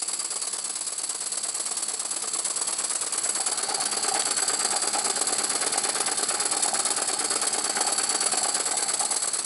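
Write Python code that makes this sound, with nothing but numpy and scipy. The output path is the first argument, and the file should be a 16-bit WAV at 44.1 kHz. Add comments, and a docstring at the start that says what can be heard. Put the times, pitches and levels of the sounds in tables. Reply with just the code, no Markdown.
"""Model steam engine on a kitchen counter.

About nine turns a second, two chuffs a turn: noise shaped by a valve-flow curve, with pipe resonances.
Knocks at set crank angles ring the frame; piston reversals throb in the bed. Short wide noise bursts mark
sharp puff onsets and clicks; decaying sines near 785 Hz sputter at the boiler's water gauge, with accents.
The microphone moves from cylinder to gauge, and the counter's echo sweeps through the hiss. Kitchen tail,
faint steady hiss.
"""
import sys
import numpy as np
from scipy import signal
from scipy.fft import rfft, irfft, next_fast_len
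from scipy.io import wavfile
from scipy.ndimage import map_coordinates

SR = 44100
rng = np.random.default_rng(int(sys.argv[2]) if len(sys.argv) > 2 else 0)


def to_wav(sig):
    """Store sig (one row per channel, or 1-D mono) as 16-bit WAV at the path in sys.argv[1].

    Samples outside -1..1 are clipped; the rate is SR.
    """
    pcm = np.clip(np.atleast_2d(sig), -1, 1) * 32767
    pcm = np.round(pcm).astype(np.int16)
    wavfile.write(sys.argv[1], SR, pcm.T)  # frames by channels


N = 416731
TIME = np.arange(N) / SR

# crank position, also used by linkage and bed: (time [s], angle [turns])
CRANK_TURNS = [(0, -.163), (1.1454, 10), (2.7241, 24), (4.0797, 36), (5.6618, 50), (7.2419, 64),
               (9.3861, 83), (9.499, 84)]
# exhaust flow over one turn: (crank angle [deg], relative flow [dB])
VALVE_FLOW = [(0, -9), (5, -2), (13, 1), (40, -2), (58, -5.5), (84, -14.5), (118, -13), (150, -8),
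              (166, -23.5), (185, -14.5), (194, 0), (242, -2.5), (268, -10), (297, -11.5), (316, -2),
              (332, -17.5), (346, -32)]
# jet spectrum at the pipe mouth: (frequency [Hz], relative level [dB])
JET_SPECTRUM = [(100, -55), (300, -10), (1300, -12), (2500, -13), (4700, -4), (5650, -6), (6050, -5),
                (6600, -5), (7400, -4), (8450, 4), (8850, -1.5), (9100, 0.5), (9750, -3.5), (10400, 8.5),
                (11100, -2)]
# exhaust pipe resonances, two low then four high:
# (frequency [Hz], pole width [Hz], relative level [dB], half-excitation flow [0-1])
PIPE_MODES = [(4423, 420, -2, 0.21), (4632, 590, 2.5, 0.63), (7760, 750, 0, 1), (7990, 620, 0.5, 1),
              (10300, 180, -22, 1), (10830, 137, 2.5, 1)]
# high pipe tones: (time [s], relative level [dB])
HIGH_TONE_LEVEL = [(0, -31.5), (0.35, -32.5), (0.7, -35), (1.55, -31), (2.05, -32.5), (2.5, -29.5),
                   (2.8, -32), (3.35, -27.5), (3.7, -35.5), (4.5, -27), (6.0, -31.5), (6.5, -28),
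                   (7.5, -30), (8.85, -27.5), (9.45, -30)]


def exhaust(high_db=-3.0, flutter_db=1.13, stroke_db=0.85):
    """Two valve puffs a turn: jet noise grows with the flow, pipe tones level off."""
    angle_deg = follow(CRANK_TURNS)[0] % 1 * 360
    flow_db = np.interp(angle_deg, *np.transpose(VALVE_FLOW), period=360)
    # wet steam comes unevenly
    flow = amp(flow_db + flutter_db * drift(280) + stroke_db * drift(12))
    jet = unit(colour(rng.standard_normal(N) * flow, JET_SPECTRUM))

    tones = []
    for hz, width_hz, db, half_flow in PIPE_MODES:
        excitation = rng.standard_normal(N) * flow / (flow + half_flow)
        tones.append(amp(db) * resonate(excitation, hz, width_hz))
    low_tones, high_tones = unit(sum(tones[:2])), unit(sum(tones[2:]))

    jet_gain = heard(level_db=-24, nearness=0.67, gauge_db=-2.5)
    high_gain = amp(follow(HIGH_TONE_LEVEL)[0] + high_db)
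    low_gain = heard(level_db=-42, nearness=0.027, gauge_db=6.0)
    return jet_gain * jet + high_gain * high_tones + low_gain * low_tones


# short wide noise bursts in the exhaust: (time [s], relative peak [dB])
STEAM_BURSTS = [(4.221, -10.5), (4.3093, -11), (4.366, -24), (5.1007, -18), (5.3839, -13), (5.888, -22),
                (6.0038, -11), (6.2883, -23), (6.626, -19), (6.6605, -17), (6.9046, -17), (7.0193, -18),
                (7.5831, -15), (8.148, -19)]


def steam_bursts(level_db=4, fall_s=0.0018):
    """Short wide noise bursts in the exhaust: sharp puff onsets and clicks."""
    t = np.arange(SR // 30) / SR
    bursts = np.zeros(N)
    for at_s, db in STEAM_BURSTS:
        add(bursts, at_s, amp(db + level_db) * np.exp(-t / fall_s) * rng.standard_normal(len(t)))
    return colour(bursts, [(60, -60), (200, -25), (600, -5), (1400, -6.5), (3000, -7.5), (11000, -9)])


# linkage play taken up each turn: (crank angle [deg], relative push [dB], contact [ms],
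# relative rattle [dB], rms timing scatter [ms])
LINKAGE_KNOCKS = [(9.95, 3.5, 1.03, -6, 0.41), (17.26, -5.5, 0.92, -4, 0.41), (28.3, -1.5, 1.42, -7, 0.35),
                  (55.2, -7.5, 1.67, -9.5, 1.4), (90.4, -10, 2.2, -7.5, 1.5), (129.1, -3, 2.8, -11, 2.4),
                  (167.3, -1, 3.1, -9.5, 0.42), (207.3, -18, 0.95, -4, 1.5), (242, -9.5, 0.95, -1, .7),
                  (260.1, -5.5, 1.9, -4, 0.35), (269, -7.5, 1.64, -3.5, 0.37),
                  (304.3, -0.5, 1.51, -12.5, 1.77), (345.7, -3, 2.33, -9.5, 0.65)]
# knock strength: (time [s], relative level [dB])
KNOCK_STRENGTH = [(0, 0), (1.5, 1.5), (2.2, 0), (4.0, -2.5), (4.8, -0.5), (5.7, 2), (6.6, .5), (8.2, -0.5),
                  (9.45, -1)]


def linkage(uneven_db=1.57, rattle_s=0.011, grain_db=0.6):
    """Each knock pushes the frame and sets loose parts chattering against it."""
    turn_s, turns = np.transpose(CRANK_TURNS)
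    t = np.arange(SR // 16) / SR
    push, chatter_power = np.zeros(N), np.zeros(N)
    for angle_deg, push_db, contact_ms, rattle_db, scatter_ms in LINKAGE_KNOCKS:
        times_s = np.interp(np.arange(turns[-1]) + angle_deg / 360, turns, turn_s)
        blow = np.sin(np.pi * np.minimum(t * 1000 / contact_ms, 1)) ** 2
        blow /= blow.sum()
        for time_s, (late, hard, loose) in zip(times_s, rng.standard_normal((len(times_s), 3))):
            at_s = time_s + late * scatter_ms / 1000
            add(push, at_s, amp(push_db + uneven_db * hard) * blow)
            chatter_db = rattle_db + uneven_db * (hard + loose) / np.sqrt(2)
            add(chatter_power, at_s, amp(chatter_db) ** 2 * np.exp(-2 * t / rattle_s))
    rattle = np.sqrt(chatter_power) * amp(grain_db * drift(450)) * rng.standard_normal(N)

    knock_gain = heard(level_db=-41.5, nearness=0.9, gauge_db=1.04) * amp(follow(KNOCK_STRENGTH)[0])
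    rattle_gain = heard(level_db=-34, nearness=1.19, gauge_db=-0.67)
    return knock_gain * frame(push) + rattle_gain * frame(rattle)


# engine frame and bed plate modes:
# (frequency [Hz], width [Hz], relative level at cylinder [dB], relative level at gauge [dB])
FRAME_MODES = [(207, 10.4, -1.5, -22), (310, 14.3, -12, -1), (340.4, 15.4, 4, -4.5), (409, 30, -33, 0.5),
               (464.3, 27, 2.5, 1), (579, 107, -5, -4.5), (715, 134, 1.5, -8), (784, 100, -6, 3),
               (976, 330, 0, -34), (1142, 150, 3.5, -3), (1250, 240, -19, 0), (1500, 105, -13, -4.5),
               (2040, 340, -10, -11.5)]


def frame(force, radiate_hz=210):
    """Damped modes ring to a force; their balance depends on the microphone's place."""
    t = np.arange(SR // 4) / SR
    hz, width_hz, cylinder_db, gauge_db = np.transpose(FRAME_MODES)[:, :, None]
    modes = width_hz * np.exp(-np.pi * width_hz * t) * np.cos(2 * np.pi * hz * t)
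    # a small frame radiates little bass
    force = signal.sosfilt(signal.butter(2, radiate_hz, "high", fs=SR, output="sos"), force)

    def ring(mode_db):
        return unit(signal.oaconvolve(force, (amp(mode_db) * modes).sum(0))[:N])

    place = follow(MIC_PLACE)[0]
    return (1 - place) * ring(cylinder_db) + place * ring(gauge_db)


# accented ringing taps near 785 Hz, some hard knocks, some sputter pops: (time [s], relative level [dB])
ACCENT_TAPS = [(3.398, -23), (3.688, -21), (3.72, -24), (4.115, -23), (4.165, -22), (4.533, -23),
               (5.758, -20.5), (6.658, -19), (6.731, -21), (7.581, -19), (7.773, -27), (7.806, -16),
               (7.875, -19.5), (8.419, -22), (8.457, -21), (9.003, -25), (9.036, -22)]
# louder moments of the sputter, some on knocks: (start [s], length [s], relative level [dB])
SPUTTER_SWELLS = [(3.654, 0.15, -35.5), (4.077, 0.13, -34), (4.72, 0.063, -34), (4.952, 0.046, -31.5),
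                  (5.538, 0.03, -31), (5.753, 0.035, -37), (5.976, 0.044, -37), (6.65, 0.11, -35),
                  (6.996, 0.036, -34), (7.773, 0.15, -34), (8.1, 0.096, -35), (8.252, 0.19, -38.5),
                  (8.708, 0.055, -31), (9.004, 0.14, -37.5)]
SIMMER_FROM_S, SIMMER_TO_S = 3.37, 9.17


def sputter(hz=785, spread=0.044, ring_s=0.0042, rise_s=0.00094, per_s=110, size_db=4.0,
            simmer_db=-45, swell_db=-3.5, ease_s=0.019, accent_db=3):
    """Bubbles ring the gauge fitting's cavity at scattered pitches, with swells and accented taps."""
    t = np.arange(SR // 16) / SR
    shape = np.exp(-t / ring_s) * (1 - np.exp(-t / rise_s))
    bubbles, accents = np.zeros(N), np.zeros(N)
    for place, size in rng.random((int(per_s * N / SR), 2)):
        pitch_hz = hz * (1 + spread * rng.standard_normal())
        gain = amp(size_db * min(-np.log(size), 3))
        add(bubbles, place * N / SR, gain * shape * np.sin(2 * np.pi * pitch_hz * t))
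    for (at_s, db), detune in zip(ACCENT_TAPS, rng.standard_normal(len(ACCENT_TAPS))):
        pitch_hz = hz * (1 + spread * detune / 2)
        add(accents, at_s, amp(db + accent_db) * shape * np.sin(2 * np.pi * pitch_hz * t))

    strength = amp(simmer_db) * gate(SIMMER_FROM_S, SIMMER_TO_S, ease_s)
    for start_s, length_s, db in SPUTTER_SWELLS:
        swell = amp(db + swell_db) * gate(start_s, start_s + length_s, ease_s)
        strength = np.maximum(strength, swell)
    return strength * unit(bubbles) + accents


# bed harmonics under two piston reversals a turn: (multiple of turn rate, relative level [dB])
BED_SHAKE = [(10, -12), (11, -7), (14, -4), (15, -10), (16, -1.5), (17, -10), (23, -2.5), (24, 3)]


def bed(reversal_deg=184, waver_db=3.0):
    """The piston's reversals shake the bed: a low throb locked to the crank."""
    turns = follow(CRANK_TURNS)[0] - reversal_deg / 360
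    throb = np.zeros(N)
    for multiple, db in BED_SHAKE:
        throb += amp(db + waver_db * drift(6.8)) * np.cos(2 * np.pi * multiple * turns)
    return heard(level_db=-57.5, nearness=0.74, gauge_db=2.5) * unit(throb)


# counter echo path: (time [s], extra delay [ms])
COUNTER_DELAY = [(0, 2.35), (.7, 2.26), (1.2, 2.6), (1.9, 2.4), (2.5, 2.18), (3.5, 1.98), (4, 1.4),
                 (4.5, 1.7), (6, 1.66), (8.3, 1.54), (9, 2.1), (9.45, 1)]
# nearest metal face echo: (time [s], extra delay [ms], relative strength [0-1])
METAL_ECHO = [(0, 0.41, 0.3), (.4, 0.39, 0.2), (.7, 0.77, 0.3), (1.2, 0.75, 0.08), (2.3, 0.68, 0.03),
              (2.7, 0.93, 0.2), (3.2, 0.63, 0), (3.6, 0.65, 0.02), (4.3, .655, 0.16), (5.3, 0.56, 0),
              (7, 0.57, 0.17), (8.4, 0.69, 0.19), (8.8, 0.49, 0.17)]


def counter(x, echo=0.38):
    """Reflections on moving delays: one off the counter, two bounces off the metal."""
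    def delayed(ms):
        return map_coordinates(x, [np.arange(N) - ms * SR / 1000], order=3)

    gap_ms, strength = follow(METAL_ECHO)
    off_counter = echo * delayed(follow(COUNTER_DELAY)[0])
    off_metal = strength * (delayed(gap_ms) + delayed(2 * gap_ms) / 2)
    return (x + off_counter + off_metal) / np.hypot(1, echo)


# kitchen reverberation: (frequency [Hz], T60 [s])
KITCHEN_T60 = [(100, 0.38), (500, 0.37), (2000, 0.32), (6000, 1), (11000, 0.18)]


def kitchen(x):
    """A short tail of sparse reflections, each band dying at its own speed."""
    count = SR // 40
    taps = np.zeros(SR)
    # one random-sign tap in every 20 samples
    positions = 200 + 20 * np.arange(count) + rng.integers(0, 20, count)
    taps[positions] = rng.choice([-1., 1.], count)
    hz, t, bands = signal.stft(taps, SR, nperseg=256)
    decay = amp(-60 * t / read(KITCHEN_T60, hz)[:, None])
    tail = signal.istft(bands * decay, SR, nperseg=256)[1]
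    return signal.fftconvolve(x, tail / np.linalg.norm(tail))[:N]


# steady hiss spectrum: (frequency [Hz], relative level [dB])
FLOOR_SPECTRUM = [(20, 8), (40, 10), (70, -1.5), (130, -16), (320, 4), (700, -5), (2000, 3), (8000, 1.5),
                  (11000, -21)]


def floor_hiss(level_db):
    """Steady coloured noise."""
    return amp(level_db) * unit(colour(rng.standard_normal(N), FLOOR_SPECTRUM))


# microphone place, also used by frame: (time [s], place [0 cylinder - 1 gauge])
MIC_PLACE = [(0, 0), (2.4, 0), (3.2, 0.12), (3.7, 1), (8.5, 0.98), (9.45, 0.4)]
# microphone closeness to the machinery: (time [s], gain before each source's share [dB])
MIC_CLOSENESS = [(0, -10), (0.4, -9), (1.0, -11), (1.6, -8.5), (2.2, -8), (2.6, -5.5), (3.2, -4.7),
                 (4.05, 0), (4.4, -1.4), (5.7, 0.5), (6.4, -0.5), (8.3, 0), (9.0, -2.5), (9.45, -5)]


def heard(level_db, nearness, gauge_db):
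    """Gain at the moving microphone: a share of the closeness plus a change towards the gauge."""
    return amp(level_db + nearness * follow(MIC_CLOSENESS)[0] + gauge_db * follow(MIC_PLACE)[0])


def amp(db):
    """Decibels to gain."""
    return 10 ** (np.asarray(db) / 20)


def unit(x):
    """Scales to rms 1."""
    return x / np.sqrt(np.mean(x ** 2) + 1e-20)


def follow(rows):
    """Interpolates a time table's columns at every sample."""
    time_s, *columns = np.transpose(rows)
    return [np.interp(TIME, time_s, column) for column in columns]


def read(points, hz):
    """Interpolates a spectrum on a log-frequency axis."""
    point_hz, value = np.transpose(points)
    return np.interp(np.log(hz + 1), np.log(point_hz + 1), value)


def colour(x, points):
    """Filters x by a spectrum in dB."""
    size = next_fast_len(N + 4096)
    gain = amp(read(points, np.fft.rfftfreq(size, 1 / SR)))
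    return irfft(rfft(x, size) * gain, size)[:N]


def resonate(x, hz, width_hz):
    """Resonance of gain 1 at its centre: one complex pole, applied twice."""
    radius = np.exp(-np.pi * width_hz / SR)
    pole = [1, -radius * np.exp(2j * np.pi * hz / SR)]
    once = signal.lfilter([1 - radius], pole, x)
    return 2 * signal.lfilter([1 - radius], pole, once).real


def drift(cutoff_hz):
    """Smooth low-passed noise of rms 1."""
    return unit(colour(rng.standard_normal(N), [(cutoff_hz, 0), (2 * cutoff_hz, -20), (4 * cutoff_hz, -80)]))


def add(mix, at_s, sound):
    """Mixes a sound in at a time, cut at the end."""
    if 0 <= at_s < N / SR:
        part = mix[int(at_s * SR):][:len(sound)]
        part += sound[:len(part)]


def gate(start_s, end_s, ease_s):
    """On between two times, with soft edges."""
    return np.clip(np.minimum(TIME - start_s, end_s - TIME) / ease_s + .5, 0, 1)


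def scene(steam_room_db=-17, gear_room_db=-10, floor_db=-50):
    """Steam, machinery and sputter in the kitchen, over a faint steady hiss."""
    steam = counter(exhaust() + steam_bursts())
    gear = linkage() + sputter() + bed()
    room = kitchen(amp(steam_room_db) * steam + amp(gear_room_db) * gear)
    return (steam + gear + room + floor_hiss(floor_db))[None]


def record(dry, bass_hz=95, edge_hz=11070):
    """A small microphone without deep bass, then a steep low-pass."""
    thin = signal.sosfilt(signal.butter(2, bass_hz, "high", fs=SR, output="sos"), dry)
    band_limit = signal.firwin(901, edge_hz, window=("kaiser", 8), fs=SR)
    return signal.oaconvolve(thin, band_limit[None], "same")


dry = scene()
out = record(dry)
to_wav(out)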